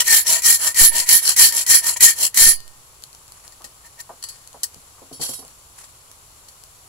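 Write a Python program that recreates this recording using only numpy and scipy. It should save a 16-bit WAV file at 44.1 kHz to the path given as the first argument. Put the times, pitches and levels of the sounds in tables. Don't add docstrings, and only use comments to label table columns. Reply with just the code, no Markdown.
import sys
import numpy as np
from scipy import signal
from scipy.fft import rfft, irfft, next_fast_len
from scipy.io import wavfile

SR = 44100
rng = np.random.default_rng(int(sys.argv[2]) if len(sys.argv) > 2 else 0)


def to_wav(s):
    ch = np.atleast_2d(s).T
    pcm = np.round(np.clip(ch, -1, 1) * 32767)
    wavfile.write(sys.argv[1], SR, pcm.astype(np.int16))


N = 303408
CUTOFF_HZ = 15750

# (start [s], length [s], rasp [dB], fastest at share [0-1], blade bending [dB],
# snag as teeth seat [dB], snag as they bite [dB])
PUSHES = [ (0.027, .23, -8, 0.4, -20, -16, -12), (0.404, .2, -8, 0.42, -24, -11, -16),
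          (0.729, .19, -7, 0.48, -20.5, -11, -5), (1.045, 0.19, -8.5, 0.44, -23.5, -18, 3),
          (1.348, 0.19, -6.5, 0.29, -23, -1.5, -12), (1.648, 0.18, -7.5, 0.41, -22, -6.5, -14),
          (1.991, 0.17, -5.5, 0.21, -20.5, 1.5, -3), (2.328, 0.25, -6, 0.36, -21, -8, 4)]
# (start [s], length [s], rasp [dB], fastest at share [0-1], blade bending [dB],
# snag as teeth bite [dB])
PULLS = [ (-0.11, 0.16, -3, 0.42, -23, -14), (0.218, 0.22, -11.5, 0.45, -28.5, -12),
         (0.558, 0.2, -14.3, 0.47, -33.5, -27), (0.881, 0.2, -14, 0.46, -30.5, -27),
         (1.179, 0.19, -14.5, .56, -37, -28), (1.478, .19, -15.5, 0.55, -33.5, -5.5),
         (1.79, 0.18, -15, 0.5, -33.5, -16), (2.12, 0.18, -14.5, 0.67, -36, -26)]
# (start [s], length [s], rasp [dB], fastest at share [0-1],
# blade bending [dB])
GRAZES = [(1.957, 0.029, -24.5, 0.26, -29.5), (3.825, 0.065, -42.5, 0.48, -51.5),
          (3.972, 0.044, -31, 0.72, -40)]
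# (frequency [Hz], level [dB per Hz])
PUSH_COLOUR = [(30, -1.5), (120, -13), (300, -12), (700, -14.5), (1300, -9), (2400, -11.5), (2700, -15.5),
               (3100, -1.5), (3480, -12.5), (3950, -1.5), (6000, -3.5), (8700, -3), (12000, 0),
               (15500, -2.5)]
PULL_COLOUR = [(30, -6.5), (120, -11), (300, -12), (750, -6.5), (1300, -4.5), (2400, -7), (3000, 0),
               (3480, -7.5), (3950, -1), (6000, -3), (8700, -1.5), (12000, -1.5), (15500, -4)]
# (frequency [Hz], width [Hz], push level [dB], pull level [dB])
BENDING = [(649, 50, -35, -2), (934, 37.5, -17.5, 6), (1360, 46, -22, -4), (1811, 35, -4, 9),
           (1834, 25, -1.5, 6.5), (2075, 100, -16.5, -11), (2267, 23, -7, 2)]
PUSH_POWER, PULL_POWER = 2.47, 3.25


def sawing():
    _, _, push_mode_db, pull_mode_db = np.transpose(BENDING)
    push = strokes(PUSHES, PUSH_POWER, PUSH_COLOUR, push_mode_db,
                   rasp_db=-5.0, sing_db=-8.0, bend_db=-2.0, rough_db=2.5)
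    pull = strokes(PULLS + GRAZES, PULL_POWER, PULL_COLOUR, pull_mode_db,
                   rasp_db=-5.0, sing_db=-8.5, bend_db=0.0, rough_db=3.0)
    snags = catches(level_db=-14.5, t60_s=0.077, pluck_db=7.0, pluck_hz=2010, pluck_width_hz=220)
    return push + pull + snags


# (frequency [Hz], width [Hz], level [dB])
SINGING = [(3230, 70, -4), (4320, 65, 2), (4757, 38, -3), (5328, 60, 2), (6048, 60, 2), (6690, 60, -2),
           (7299, 110, -1), (7620, 70, 1), (9237, 40, 5), (9567, 38, 0), (10238, 40, 1), (10499, 70, 0),
           (10912, 65, 1), (13749, 50, 0), (14094, 27, 3)]


def strokes(rows, power, spectrum, mode_db, rasp_db, sing_db, bend_db, rough_db):
    bite = swells([row[:4] for row in rows], power)
    impacts = bite * friction(per_s=10000, judder_hz=233.1, judder_db=rough_db)
    chips = scatter(impacts, t60_s=0.0087)
    singing = sum(from_db(db) * resonate(chips, hz, width_hz) for hz, width_hz, db in SINGING)
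    rasp = travel(colour(chips, spectrum))
    shudder = bending(rows, mode_db)
    return from_db(rasp_db) * rasp + from_db(sing_db) * singing + from_db(bend_db) * shudder


BENDING_POWER = 1.83


def bending(rows, mode_db):
    flex = swells([(s, length_s, db, fastest) for s, length_s, _, fastest, db, *_ in rows], BENDING_POWER)
    slips = friction(per_s=3000, judder_hz=110.4, judder_db=1.5)
    slips = slips[0] + from_db(-6.5) * slips[1] * [[1], [-1]]
    modes = np.zeros((2, N))
    for (hz, width_hz, *_), db in zip(BENDING, mode_db):
        modes += from_db(db + 1.58 * wander(8)) * resonate(slips, hz, width_hz)
    modes = rms_one(modes)
    clock = np.cumsum(blade_pitch())
    return flex * np.array([np.interp(clock, np.arange(N), side) for side in modes])


TURN_RISE, TURN_S = .08, .028


def blade_pitch():
    t = np.arange(N) / SR
    near_end = sum(np.exp(-abs(t - s - SEAT_S) / TURN_S) for s, *_ in PUSHES)
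    return 1 + TURN_RISE * near_end + .009 * wander(9)


def travel(x, count=12):
    for hz in np.geomspace(1300, 13000, count):
        band_gain = from_db(3.8 * wander(9) - 1)
        x = x + (band_gain - 1) * resonate(x, hz, 250 + hz / 16)
    return x


SEAT_S, BITE_S = .016, .045


def catches(level_db, t60_s, pluck_db, pluck_hz, pluck_width_hz):
    snaps = np.zeros((2, N))
    seating = [(s + SEAT_S, db) for s, *_, db, _ in PUSHES]
    biting = [(s + BITE_S, db) for s, *_, db in PUSHES + PULLS]
    for s, db in seating + biting:
        add(snaps, s, from_db(db + level_db) * burst(t60_s))
    pluck = resonate(snaps.mean(axis=0), pluck_hz, pluck_width_hz)
    return colour(snaps, PUSH_COLOUR) + from_db(pluck_db) * pluck


# (time [s], level [dB])
JOLTS = [(0.814, -17.5), (2.416, -26.5), (2.466, -21)]


def jolts(settle_s, swing_hz):
    out, t = np.zeros(N), np.arange(SR // 2) / SR
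    step = (1 - np.exp(-t / 0.00017)) * np.exp(-t / settle_s) * np.cos(2 * np.pi * swing_hz * t)
    for s, db in JOLTS:
        add(out, s, from_db(db) * step)
    return out * from_db([[-12], [5]])


# (frequency [Hz], level [dB per Hz])
CLINK_COLOUR = [(100, -6), (900, 1), (1900, -8), (2500, -8), (3100, -2), (3600, -7), (4400, 1.5),
                (6000, -5), (9000, -4), (15000, -8)]
# (frequency [Hz], level [dB], t60 [s])
FRAME_HELD = [(1837, -2, .7), (2950, -9, .45), (4346, 0, .4), (4440, -2, .12), (4899, 1, .42),
              (6052, -10, .3), (7730, -12, .2), (9125, -7, .2), (10385, -8, .22), (10615, -6, .22),
              (11159, -10, .2)]
FRAME_LYING = [(3250, -4, .2), (3860, -4, .24), (4473, -1, .26), (4531, -3, .25), (5412, 3, .36),
               (6052, -6, .18), (7150, -7, .45), (7365, -11, .3), (7763, -11, .18), (9255, 1, .25),
               (10010, -4, .2), (10538, 0, .22), (11050, -7, .26), (11577, -4, .2), (12840, -3, .13)]
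LAID_DOWN_S = 5.0


def handling(tick_db, clink_db, slide_db, ring_db, body_hz, pan_db):
    tick = ticks(tick_db)
    clink, shake, body = clinks(clink_db, pan_db)
    slide = sliding(slide_db)
    lying = np.arange(N) > LAID_DOWN_S * SR
    held_ring = frame(shake * ~lying, FRAME_HELD)
    lying_ring = frame(shake * lying + from_db(ring_db) * slide, FRAME_LYING)
    contacts = colour(tick + clink + slide, CLINK_COLOUR)
    return contacts + held_ring + lying_ring + resonate(body, body_hz, 65)


# (time [s], level [dB])
TICKS = [(2.604, -25), (2.6787, -27), (3.023, -29), (3.038, -19), (3.149, -27), (3.321, -28),
         (3.4788, -23.5), (4.4746, -25.5), (4.7447, -26.5), (6.115, -27), (6.6374, -25.5)]


def ticks(level_db):
    out = np.zeros((2, N))
    for s, db in TICKS + faint_ticks():
        add(out, s, from_db(db + level_db) * burst(t60_s=.007))
    return out


FAINT_TICKS_PER_S, FAINT_TICK_DB, SAWING_ENDS_S = 2.5, -30, 2.6


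def faint_ticks():
    step_s = .01
    times_s = np.arange(SAWING_ENDS_S, N / SR, step_s)
    touched = rng.random(len(times_s)) < FAINT_TICKS_PER_S * step_s
    return [(s, FAINT_TICK_DB) for s in times_s[touched]]


# (time [s], level [dB], rattle t60 [s], frame ring [dB], blade body [dB],
# thin below [Hz])
CLINKS = [ (2.528, -27.5, 0.036, 32.5, 7, 1500), (3.522, -37, 0.063, 2, 14, 500),
          (3.643, -26, 0.094, 4, 9, 500), (4.226, -23.5, .029, 21.5, 3, 1500),
          (4.239, -17.5, .04, 11.5, 1, 1200), (4.287, -22, 0.093, 7, -20, 5000),
          (4.633, -4.5, 0.05, -22, -6, 7800), (4.639, -8, 0.038, -13, -1, 7200),
          (5.127, -34, 0.19, 18, -4, 3000), (5.213, -19, 0.17, -1, 7.5, 1000),
          (6.485, -31.5, 0.047, 11.5, 5, 2500)]


def clinks(level_db, pan_db):
    out, shake, body = np.zeros((3, 2, N))
    pan = pan_db * np.array([[.5], [-.5]])
    for s, db, rattle_s, frame_db, body_db, thin_hz in CLINKS:
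        contact = from_db(db + level_db + pan) * burst(rattle_s)
        thin = signal.butter(1, min(thin_hz, CUTOFF_HZ), "high", fs=SR, output="sos")
        add(out, s, signal.sosfilt(thin, contact))
        add(shake, s, from_db(frame_db) * contact)
        add(body, s, from_db(body_db) * contact)
    return out, shake, body


# (start [s], length [s], level [dB], fastest at share [0-1])
SLIDE = [(5.185, .22, -26, 0.2)]
SLIDE_POWER = 1.29


def sliding(level_db):
    impacts = swells(SLIDE, SLIDE_POWER) * friction(per_s=5000, judder_hz=149, judder_db=5.0)
    return from_db(level_db) * scatter(impacts, t60_s=0.016) * from_db([[-1.5], [1.5]])


def frame(drive, modes):
    return sum(from_db(db) * resonate(drive, hz, np.log(1000) / np.pi / t60_s) for hz, db, t60_s in modes)


# (time [s], level [dB], centre [Hz])
KNOCKS = [(0.814, -24.5, 134), (2.464, -30, 202), (3.606, -39, 940), (3.642, -42.5, 460), (4.093, -27, 740),
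          (4.543, -34.5, 750), (4.759, -41.5, 135), (4.982, -41, 975), (5.017, -35, 430), (5.113, -31, 381),
          (5.196, -29.5, 393), (5.244, -36, 604), (5.292, -30, 436), (5.39, -37, 395), (5.423, -37.5, 590)]
# (frequency [Hz], width [Hz], level [dB])
STUMP = [(87, 13, -3.5), (147, 14, 5), (263.5, 28, 6)]
BOOM_HZ, BOOM_DB, BOOM_LOSS_DB_PER_OCTAVE = 383, 5, 23


def knocks(level_db, t60_s, relative_width, dull_hz):
    out = np.zeros((2, N))
    soft = signal.butter(3, dull_hz, fs=SR, output="sos")
    for s, db, hz in KNOCKS:
        boom_db = BOOM_DB - BOOM_LOSS_DB_PER_OCTAVE * abs(np.log2(hz / BOOM_HZ))
        blow = burst(t60_s, channels=1) + from_db(-7) * burst(t60_s)
        boom = sum(from_db(boom_db + mode_db) * resonate(blow, mode_hz, width_hz)
                   for mode_hz, width_hz, mode_db in STUMP)
        thud = signal.sosfilt(soft, resonate(blow, hz, relative_width * hz) + boom)
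        add(out, s, from_db(db + level_db) * thud / abs(thud).max())
    return out


def walls(x, level_db, t60_s):
    tail = burst(t60_s)
    tail = tail / np.linalg.norm(tail[0])
    return from_db(level_db) * signal.fftconvolve(x, tail, axes=-1)[:, :N]


# (frequency [Hz], level [dB per Hz])
AMBIENCE = [(25, -4.5), (50, 5), (125, 1), (220, -13), (450, -8.5), (900, -11), (1500, -53), (3000, -18.5),
            (15000, -111)]
HISS = [(25, 12), (130, 0), (250, -5.5), (600, -1), (1100, 11), (1700, -0.5), (2600, 0.5), (5000, -3),
        (10000, -3.5), (15500, -6)]


def background(ambience_db, hiss_db, rub_db):
    air = from_db(ambience_db) * colour(rng.standard_normal(N), AMBIENCE)
    hiss = from_db(hiss_db) * colour(rng.standard_normal((2, N)), HISS)
    return air + hiss + rubbing(rub_db)


# (start [s], length [s], level [dB], fastest at share [0-1])
RUBS = [(3.15, 0.39, -49, 0.74), (4.2, 0.33, -50, .45), (4.65, 0.55, -52, 0.2), (5.35, 0.28, -55, 0.5),
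        (5.75, 0.17, -41.5, 0.16), (6.33, 0.085, -56, 0.6)]
# (frequency [Hz], level [dB per Hz])
RUB_COLOUR = [(200, -17), (900, 2.5), (2000, 0), (4000, -9), (9000, -4.5), (15000, -19)]
RUB_POWER = 1.3


def rubbing(level_db):
    impacts = swells(RUBS, RUB_POWER) * friction(per_s=1100, judder_hz=60.0, judder_db=4.0)
    return from_db(level_db) * colour(scatter(impacts, t60_s=0.022), RUB_COLOUR)


def swells(moves, power):
    out = np.zeros(N)
    for start_s, length_s, db, fastest in moves:
        t = np.arange(max(round(start_s * SR), 0), round((start_s + length_s) * SR)) / SR
        turning_points = [0, np.clip(fastest, .05, .95), 1]
        phase = np.interp((t - start_s) / length_s, turning_points, [0, np.pi / 2, np.pi])
        add(out, t[0], from_db(db) * abs(np.sin(phase)) ** power)
    return out


def friction(per_s, judder_hz, judder_db):
    impacts = (rng.random((2, N)) < per_s / SR) * rng.laplace(size=(2, N))
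    return rms_one(impacts * from_db(judder_db * wander(judder_hz)))


def scatter(x, t60_s, count=70):
    r = from_db(-60 / (max(t60_s, 1e-3) * SR))
    responses = []
    for hz in rng.uniform(1000, CUTOFF_HZ, (2, count)):
        all_passes = [[r * r, c, 1, 1, c, r * r] for c in -2 * r * np.cos(2 * np.pi * hz / SR)]
        responses.append(signal.sosfilt(all_passes, signal.unit_impulse(SR // 10) + 1e-18))
    return signal.fftconvolve(np.atleast_2d(x), np.array(responses), axes=-1)[:, :N]


def burst(t60_s, channels=2):
    t = np.arange(SR // 4) / SR
    return rng.standard_normal((channels, len(t))) * np.exp(-np.log(1000) * t / max(t60_s, 1e-3))


def wander(rate_hz):
    knots = rng.standard_normal(int(N / SR * 2 * rate_hz) + 2)
    return rms_one(np.interp(np.arange(N) / SR * 2 * rate_hz, np.arange(len(knots)), knots))


def resonate(x, hz, width_hz):
    r = np.exp(-np.pi * width_hz / SR)
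    zeros = np.array([1, 0, -1]) * (1 - r * r) / 2
    poles = [1, -2 * r * np.cos(2 * np.pi * hz / SR), r * r]
    return signal.lfilter(zeros, poles, x + 1e-18)


def colour(x, points):
    size = next_fast_len(N + 8192, real=True)
    hz, db = np.transpose(points)
    bins_hz = np.arange(size // 2 + 1) * SR / size
    gain = from_db(np.interp(np.log(bins_hz + 1), np.log(hz), db))
    return irfft(rfft(x, size) * gain, size)[..., :N]


def add(out, s, sound):
    start = max(round(s * SR), 0)
    out[..., start:start + sound.shape[-1]] += sound[..., :N - start]


def from_db(db):
    return 10 ** (np.asarray(db) / 20)


def rms_one(x):
    return x / np.sqrt(np.mean(x ** 2) + 1e-20)


def scene():
    tools = sawing()
    tools = tools + handling(tick_db=-4.5, clink_db=-7.0, slide_db=-5.0, ring_db=17.0, body_hz=1885, pan_db=2.0)
    tools = tools + knocks(level_db=0.0, t60_s=0.14, relative_width=0.62, dull_hz=1100)
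    tools = tools + walls(tools, level_db=-9.0, t60_s=0.11)
    stump = jolts(settle_s=0.083, swing_hz=4.3)
    return tools + stump + background(ambience_db=-38.5, hiss_db=-51.5, rub_db=-1.0)


def port(x, resonances):
    return x + sum((from_db(db) - 1) * resonate(x, hz, width_hz) for hz, width_hz, db in resonances)


# (frequency [Hz], width [Hz], lift [dB])
LEFT_PORT = [(4467, 320, 10), (5900, 1600, 10), (7260, 580, 16)]
RIGHT_PORT = [(10740, 1230, 15.43)]


def record(dry):
    heard = np.array([port(dry[0], LEFT_PORT), port(dry[1], RIGHT_PORT)])
    low_pass = signal.ellip(14, .1, 80, CUTOFF_HZ, fs=SR, output="sos")
    return signal.sosfilt(low_pass, np.clip(heard, -.95, .95))


dry = scene()
out = record(dry)
to_wav(out)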